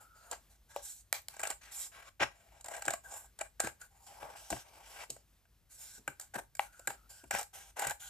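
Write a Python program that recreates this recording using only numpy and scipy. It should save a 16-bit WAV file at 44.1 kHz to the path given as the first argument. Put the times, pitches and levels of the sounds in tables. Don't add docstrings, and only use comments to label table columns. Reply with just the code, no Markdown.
import sys
import numpy as np
from scipy import signal
from scipy.fft import rfft, irfft, next_fast_len
from scipy.io import wavfile
from scipy.ndimage import uniform_filter1d

SR = 44100
rng = np.random.default_rng(int(sys.argv[2]) if len(sys.argv) > 2 else 0)


def dump_mix(stems):
    frames = np.atleast_2d(stems).T
    limited = np.clip(frames, -1, 1)
    pcm = np.round(limited * 32767).astype(np.int16)
    wavfile.write(sys.argv[1], SR, pcm)


N = 356769

# start_s, level_db, edge_db (re level), strongest_ring_hz
SNAPS = [(0.313, -31, -24, 560), (0.329, -34, -30, 600), (1.34, -39.5, -38, 915), (1.365, -36, -33, 894),
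         (1.394, -26, -34, 1100), (1.402, -27, -34, 1100), (1.414, -33, -30, 900), (1.433, -17, -35, 1120),
         (1.452, -20.5, -40, 1350), (1.471, -25.5, -28, 1110), (1.502, -23, -29, 900),
         (1.51, -26, -32, 1100), (2.609, -43, -27, 1040), (2.644, -38, -26, 1020), (2.659, -38, -27, 1640),
         (2.683, -30, -31, 680), (2.751, -32.5, -42, 662), (2.765, -35, -28, 800), (2.779, -33.5, -41, 730),
         (2.821, -24.5, -34, 1340), (2.852, -30, -28, 684), (2.861, -33, -27, 1500),
         (2.88, -8.5, -42, 1470), (2.895, -22, -46, 1550), (2.905, -22.5, -29, 690), (2.935, -20, -34, 704),
         (3.389, -38, -25, 666), (3.411, -19, -35, 799), (3.601, -15, -29, 914), (3.646, -25, -36, 1630),
         (3.671, -21, -36, 830), (3.814, -37, -29, 1500), (4.228, -31.5, -49, 622),
         (4.503, -25.5, -27, 560), (4.525, -19.5, -47, 680), (4.564, -33, -45, 725), (5.033, -37, -45, 810),
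         (5.102, -41, -13, 624), (5.163, -42, -34, 630), (5.453, -52, -48, 1470), (6.077, -14.5, -43, 1630),
         (6.197, -33.5, -27, 1500), (6.211, -42, -22, 2300), (6.342, -33, -32, 1250),
         (6.551, -37, -29, 2380), (6.568, -46, -27, 2300), (6.794, -41, -29, 673),
         (6.873, -13.5, -36, 1540), (6.902, -24, -39, 810), (7.239, -42, -37, 684), (7.309, -14, -39, 1600),
         (7.328, -26, -42, 1600), (7.339, -27, -34, 1500), (7.348, -17, -39, 805), (7.385, -28, -30, 1100),
         (7.391, -23, -34, 810), (7.411, -34, -29, 654), (7.428, -36, -27, 2160), (7.793, -22, -31, 800),
         (7.81, -29, -38, 900), (7.82, -25, -32, 921), (7.848, -23, -36, 1500), (7.869, -20, -31, 1370),
         (7.896, -24, -31, 1510), (7.909, -30.5, -26, 1500)]
# start_s, board_db, gutter_db, edge_db (both re board), strongest_ring_hz
CLACKS = [(0.762, -45, -13, -16, 595), (1.127, -48, 7, 6.5, 2100), (1.284, -68.5, 6, 14, 2180),
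          (6.594, -37.5, -3, -19, 770)]
# pitch_hz, width_hz, level_db
BOARD_MODES = [(578, 38, -9), (686, 65, 1.5), (803, 62, 3.5), (900.5, 100, -4), (1090, 80, -9.5)]
GUTTER_MODES = [(1370, 61, -5.5), (1596, 130, 6), (1935, 220, -1), (2275, 230, -0.5), (2690, 210, -5)]
PAPER_MODES = [(3320, 700, -2), (4020, 430, -2.2), (4700, 830, 0), (5480, 660, 0), (6270, 1300, 0.5)]
BLADE_MODES = [(7120, 350, -4.5), (7563, 630, -1.5), (8170, 360, -8)]
# frequency_hz, level_db
AIR_SPECTRUM = [(6000, -28.5), (9500, 1.5), (14000, -2), (15500, -18.5)]


def undb(db):
    return 10 ** (np.asarray(db) / 20)


def unit(x):
    return x / np.sqrt(np.mean(x ** 2))


def along(table):
    times, *columns = np.transpose(table)
    return [np.interp(np.arange(N) / SR, times, column) for column in columns]


def shape(x, response):
    size = next_fast_len(x.shape[-1], real=True)
    hz = np.fft.rfftfreq(size, 1 / SR) + 1
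    return irfft(rfft(x, size) * response(hz), size)[..., :x.shape[-1]]


def colour(x, points):
    hz, db = np.transpose(points)
    return shape(x, lambda f: undb(np.interp(np.log(f), np.log(hz), db)))


def ring(x, modes, gains=1):
    hz, width, db = np.transpose(modes)[:, :, None]

    def response(f):
        peaks = undb(db) * gains / (1 + 1j * (f / hz - hz / f) * hz / width)
        return peaks.sum(0) / (1 + 1j * f / (1.3 * hz.max())) ** 2 / (1 - .7j * hz.min() / f)
    return shape(x, response)


def spot(modes, best_hz, scatter_db=1.2, focus_db=9.):
    hz = np.transpose(modes)[0][:, None]
    nearness = np.exp(-(np.log(hz / best_hz) / .12) ** 2)
    return undb(scatter_db * rng.standard_normal(hz.shape) + focus_db * nearness)


def walk(rate_hz):
    hold = int(SR / rate_hz)
    steps = np.repeat(rng.standard_normal(N // hold + 1), hold)
    return 1.3 * uniform_filter1d(uniform_filter1d(steps, hold), hold)[:N]


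def grit(count, apart, grain_db=0.):
    both, left, right = rng.standard_normal((3, count))
    grains = undb(grain_db * rng.exponential(size=count))
    return grains * (np.sqrt(1 - apart) * both + np.sqrt(apart) * np.array([left, right]))


def burst(size, decay_s, apart, rise_s=0.0021):
    t = np.arange(size) / SR
    return grit(size, apart, grain_db=3.18) * (1 - np.exp(-(t / rise_s) ** 2)) * np.exp(-t / decay_s)


def room_tone(level_db=-67.5):
    # frequency_hz, level_db
    spectrum = [(20, -30.5), (36, -16.5), (53, 1.5), (75, -12.5), (100, -12), (196, -24), (330, -30),
                (560, -32), (9000, -38.5), (15000, -36)]
    tone = undb(level_db) * unit(colour(grit(N, apart=0.061), spectrum))
    hum = colour(tone, [(150, 0), (300, -60)])
    rustle = tone - hum
    return undb(0.96 * walk(3)) * hum + undb(2.4 * walk(9.8)) * rustle


def room_tail(x, t60_s=0.19, level_db=-8.5, size=22050):
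    t = np.arange(size) / SR
    tail = rng.standard_normal((2, size)) * 1000 ** (-t / t60_s) * (1 - np.exp(-t / 0.012))
    tail = colour(tail, [(100, -9.5), (2000, -11.5), (15000, -4)])
    tail /= np.sqrt(np.sum(tail ** 2, axis=1, keepdims=True))
    return undb(level_db) * signal.fftconvolve(x.mean(0)[None], tail, axes=1)[:, :N]


def knocks(size=16384):
    # start_s, level_db, thump_db (table re book)
    jolts = [(2.204, -54, -5), (2.871, -60, -5), (3.634, -56, -6), (4.223, -72, -2), (4.513, -54, -3),
             (5.094, -68.5, -5), (5.978, -75, -8), (6.074, -66, -2), (6.352, -59.5, -7), (6.874, -65.5, -5),
             (7.234, -71.5, -5), (7.333, -62, -3), (7.859, -67, 4)]
    # pitch_hz, width_hz, level_db
    book_modes = [(223, 60, -1.6), (305, 70, 0), (380, 23, -0.4)]
    table_modes = [(72, 10, 0), (120, 20, 2)]
    out = np.zeros((2, N + size))
    for start_s, db, thump_db in jolts:
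        jolt = burst(size, decay_s=0.019, apart=.1)
        book, table = unit(ring(jolt, book_modes)), unit(ring(jolt, table_modes))
        i = int(start_s * SR)
        out[:, i:i + size] += undb(db) * (book + undb(thump_db) * table)
    return out[:, :N]


def whistle(width_hz=180.):
    # start_s, end_s, start_db, end_db, pitch_hz
    glides = [(0.0, 0.3, -64, -67.5, 1365), (3.05, 3.3, -55, -78, 1572), (3.815, 3.87, -54, -74, 1485),
              (5.7, 5.985, -82, -65, 1550), (6.63, 6.86, -68, -66, 1430), (6.95, 7.07, -74, -71, 1340),
              (7.11, 7.26, -70, -67, 1520), (8.02, 8.09, -60, -60, 1505)]
    points = []
    for start, end, start_db, end_db, hz in glides:
        points += [(start - .02, -99, hz), (start, start_db, hz), (end, end_db, hz), (end + .01, -99, hz)]
    level_db, pitch_hz = along(points)
    skirt = [(1, 0), (width_hz / 2, -3), (2 * width_hz, -40)]
    phase = 2 * np.pi * np.cumsum(pitch_hz) / SR
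    band = sum(colour(grit(N, apart=.2), skirt) * wave(phase) for wave in (np.sin, np.cos))
    return undb(level_db) * unit(band)


def slot(x, echo_gain=.4):
    # time_s, round_trip_ms
    round_trips = [(0.0, .4), (0.83, .54), (1.0, .47), (1.75, .52), (1.87, .56), (3.12, .545), (4.5, .33),
                   (5.72, .47), (5.8, .55), (5.98, .545), (8.09, .28)]
    delay_ms = along(round_trips)[0] * (1 + .03 * walk(15))
    at = np.arange(N)
    echo = np.array([np.interp(at - delay_ms * SR / 1000, at, port) for port in x])
    return (x + echo_gain * echo) / np.hypot(1, echo_gain)


def rub(bite_s=0.0032, swell_s=0.013, lift_s=0.0096, creep_db=11, size=8192):
    # start_s, firmest_s, end_s, rasp_db (at firmest), fade_db (to the end),
    # depth_db (in the binding, re rasp), sheen_db (of the steel, re rasp)
    strokes = [(0.0, 0.0, 0.072, -62, 16.5, -2, -1), (0.14, 0.31, 0.312, -66.5, 0, 1, 0),
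               (0.321, 0.321, 0.391, -47.5, 30, 0, -9), (0.49, 0.49, 0.56, -76, 2, 0, 3),
               (0.682, 0.682, 0.768, -70, 0, 2, 4), (0.765, 0.765, 0.823, -56, 10.5, -4, -7),
               (0.815, 0.85, 1.011, -57, 15, -12, 9.5), (1.14, 1.14, 1.193, -46.5, 15.5, 0, -10),
               (1.296, 1.296, 1.417, -67, 0, 1, -4), (1.429, 1.429, 1.537, -55, 10, 7, 0),
               (1.607, 1.607, 1.732, -63, 2.5, 3, -4), (1.71, 1.812, 1.872, -50, 8, -10, 7),
               (1.914, 1.914, 2.088, -67, 0, 5, -3), (2.195, 2.222, 2.279, -38.5, 31, 12, -25),
               (2.3, 2.3, 2.62, -82, 0, 9, 4), (2.644, 2.644, 2.79, -67, 0, 14, 8),
               (2.806, 2.954, 2.956, -59.5, 0, 5, -7), (3.03, 3.14, 3.265, -62.5, 14, 5, 9),
               (3.388, 3.388, 3.466, -63, 14.5, 10, -1), (3.596, 3.596, 3.686, -49.5, 7, 8, 2),
               (3.794, 3.794, 3.867, -65.5, 9, 3, 4), (3.9, 4.066, 4.068, -76, 0, 4, 6),
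               (4.063, 4.063, 4.217, -61.5, 11, 3, 1), (4.196, 4.196, 4.36, -63, 0, 6, -4),
               (4.358, 4.358, 4.511, -57.5, 6, -4, -1), (4.508, 4.508, 4.624, -49, 11.5, -2, -3),
               (4.639, 4.784, 4.786, -65, 0, 5, -3), (4.793, 5.03, 5.041, -55, 0, 0, -3),
               (5.095, 5.095, 5.211, -61, 15, -8, -4), (5.69, 5.72, 5.77, -65, 3, -10, 5),
               (5.77, 5.81, 5.985, -61, 4, -10, 5), (6.08, 6.08, 6.126, -57.5, 22.5, 9, 0),
               (6.208, 6.208, 6.279, -63.5, 16.5, -1, 5), (6.336, 6.365, 6.4, -52, 7, 10, 1),
               (6.6, 6.6, 6.669, -54.5, 11, -1, 0), (6.718, 6.718, 6.862, -72, 5, -1, 3),
               (6.877, 6.877, 6.954, -51, 24, 7, -3), (7.09, 7.09, 7.286, -60, 18.5, -5, 4),
               (7.307, 7.307, 7.422, -45, 7, 2, -4), (7.529, 7.529, 7.706, -53.5, 14, -4, 0),
               (7.758, 7.778, 7.914, -52.5, 1, 9, 0), (7.994, 7.994, 8.08, -59, 0, -4, 3)]
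    # from_s, lean_db (board over gutter), strongest_ring_hz
    leans = [(0.0, 3, 1370), (0.6, -5, 1600), (1.0, -4, 2275), (1.25, -5, 1090), (2.1, -2, 1090),
             (2.25, 3, 700), (2.8, -5, 1600), (3.0, 4, 800), (3.35, -6, 1600), (3.85, 8, 800),
             (4.35, -1, 800), (4.6, 4, 2480), (4.79, 0.5, 2480), (5.07, 8, 690), (5.5, -3, 5480),
             (6.05, -4, 1600), (7.3, -2, 800), (7.74, 1, 800)]
    # offset_db, db_per_sheen_db
    sheen_drive = [(0.5, 1.15), (-1.5, .85)]
    binding, rasp = np.zeros((2, 2, N + size))
    flicker = undb(2.18 * np.array([walk(30) for _ in range(5)]))
    flicker = np.pad(flicker, [(0, 0), (0, size)], mode="edge")
    lumps = np.pad(walk(110), (0, size))
    drags = [grit(N + size, apart=.35, grain_db=1.5) for _ in range(4)]
    hiss = grit(N + size, apart=.5, grain_db=1.5)
    cuts_s = np.array([row[0] for row in SNAPS + CLACKS])
    for start, firmest, end, db, fade_db, depth_db, sheen_db in strokes:
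        i = np.arange(int(start * SR), int((end + .08) * SR))
        t = i / SR
        attack_s = bite_s if np.abs(cuts_s - start).min() < .016 else swell_s
        contact = np.clip((t - start) / attack_s, 0, 1) * np.exp(-np.maximum(t - end, 0) / lift_s)
        slack = np.clip((firmest - t) / max(firmest - start, .02), 0, 1)
        fading = np.clip((t - firmest) / max(end - firmest, .005), 0, 1)
        crunch_db = np.clip(1.6 + 0.27 * depth_db, 1, 4.5) * np.minimum(lumps[i], 1)
        pressure = contact * undb(db - creep_db * slack - fade_db * fading + crunch_db)
        _, lean_db, best_hz = [row for row in leans if row[0] <= start][-1]
        paths = [ring(drag[:, i], modes, spot(modes, best_hz, scatter_db=3.0, focus_db=10.5))
                 for drag, modes in zip(drags, (PAPER_MODES, BOARD_MODES, GUTTER_MODES, BLADE_MODES))]
        paths.append(colour(hiss[:, i], AIR_SPECTRUM))
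        paths_db = [0, depth_db + lean_db / 2, depth_db - lean_db / 2]
        paths_db += [offset + slope * sheen_db for offset, slope in sheen_drive]
        paper, board, gutter, blade, air = (undb(path_db) * pressure * uneven[i] * unit(path)
                                            for path_db, uneven, path in zip(paths_db, flicker, paths))
        binding[:, i] += board + gutter
        rasp[:, i] += paper + blade + air
    return binding[:, :N] + slot(rasp[:, :N])


def edge_tick(x, blade_db, air_db):
    paper, blade = unit(ring(x, PAPER_MODES)), unit(ring(x, BLADE_MODES))
    return paper + undb(blade_db) * blade + undb(air_db) * unit(colour(x, AIR_SPECTRUM))


def clacks(size=4096):
    out = np.zeros((2, N + size))
    for start_s, db, gutter_db, edge_db, best_hz in CLACKS:
        blow = burst(size, decay_s=0.0009, apart=.15, rise_s=.0005)
        edge = edge_tick(blow, blade_db=-1.0, air_db=1.5)
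        board, gutter = (unit(ring(blow, modes, spot(modes, best_hz, focus_db=16.)))
                         for modes in (BOARD_MODES, GUTTER_MODES))
        i = int(start_s * SR)
        out[:, i:i + size] += undb(db) * (board + undb(gutter_db) * gutter + undb(edge_db) * edge)
    return out[:, :N]


def snaps(gutter_db=-29, brighter_from_s=6.0, size=4096):
    out = np.zeros((2, N + size))
    for start_s, db, edge_db, best_hz in SNAPS:
        tear = burst(size, decay_s=0.0032, apart=0.22)
        edge = edge_tick(tear, blade_db=6.5, air_db=3.4 if start_s > brighter_from_s else 0.4)
        board, gutter = (unit(ring(tear, modes, spot(modes, best_hz)))
                         for modes in (BOARD_MODES, GUTTER_MODES))
        board_db = -25.5 - 8 * np.log2(best_hz / 700)
        snap = undb(board_db) * board + undb(gutter_db) * gutter + undb(edge_db) * edge
        i = int(start_s * SR - 40)
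        out[:, i:i + size] += undb(db) * snap
    return out[:, :N]


def scene():
    near = snaps() + clacks() + knocks() + rub() + whistle()
    return near + room_tail(near) + room_tone()


def record(dry, top_hz=14700):
    # frequency_hz, level_db, lead_rad
    port_balance = [(60, 1.5, 0.05), (250, 2.5, .1), (606, 4, .3), (1190, 2.9, 0.85), (4000, 2.1, 0.96),
                    (7550, -2.5, 1.2), (10900, -1.2, 1.39), (15200, 1.9, 1.1)]
    hz, db, lead_rad = np.transpose(port_balance)

    def response(f):
        tilt_db, phase = (np.interp(np.log(f), np.log(hz), column) for column in (db, lead_rad))
        left = np.sqrt(undb(tilt_db) * np.exp(1j * phase))
        return np.array([left, 1 / left])
    lowpass = signal.ellip(10, .2, 60, top_hz, fs=SR, output="sos")
    return signal.sosfilt(lowpass, shape(dry, response))


dry = scene()
out = record(dry)
dump_mix(out)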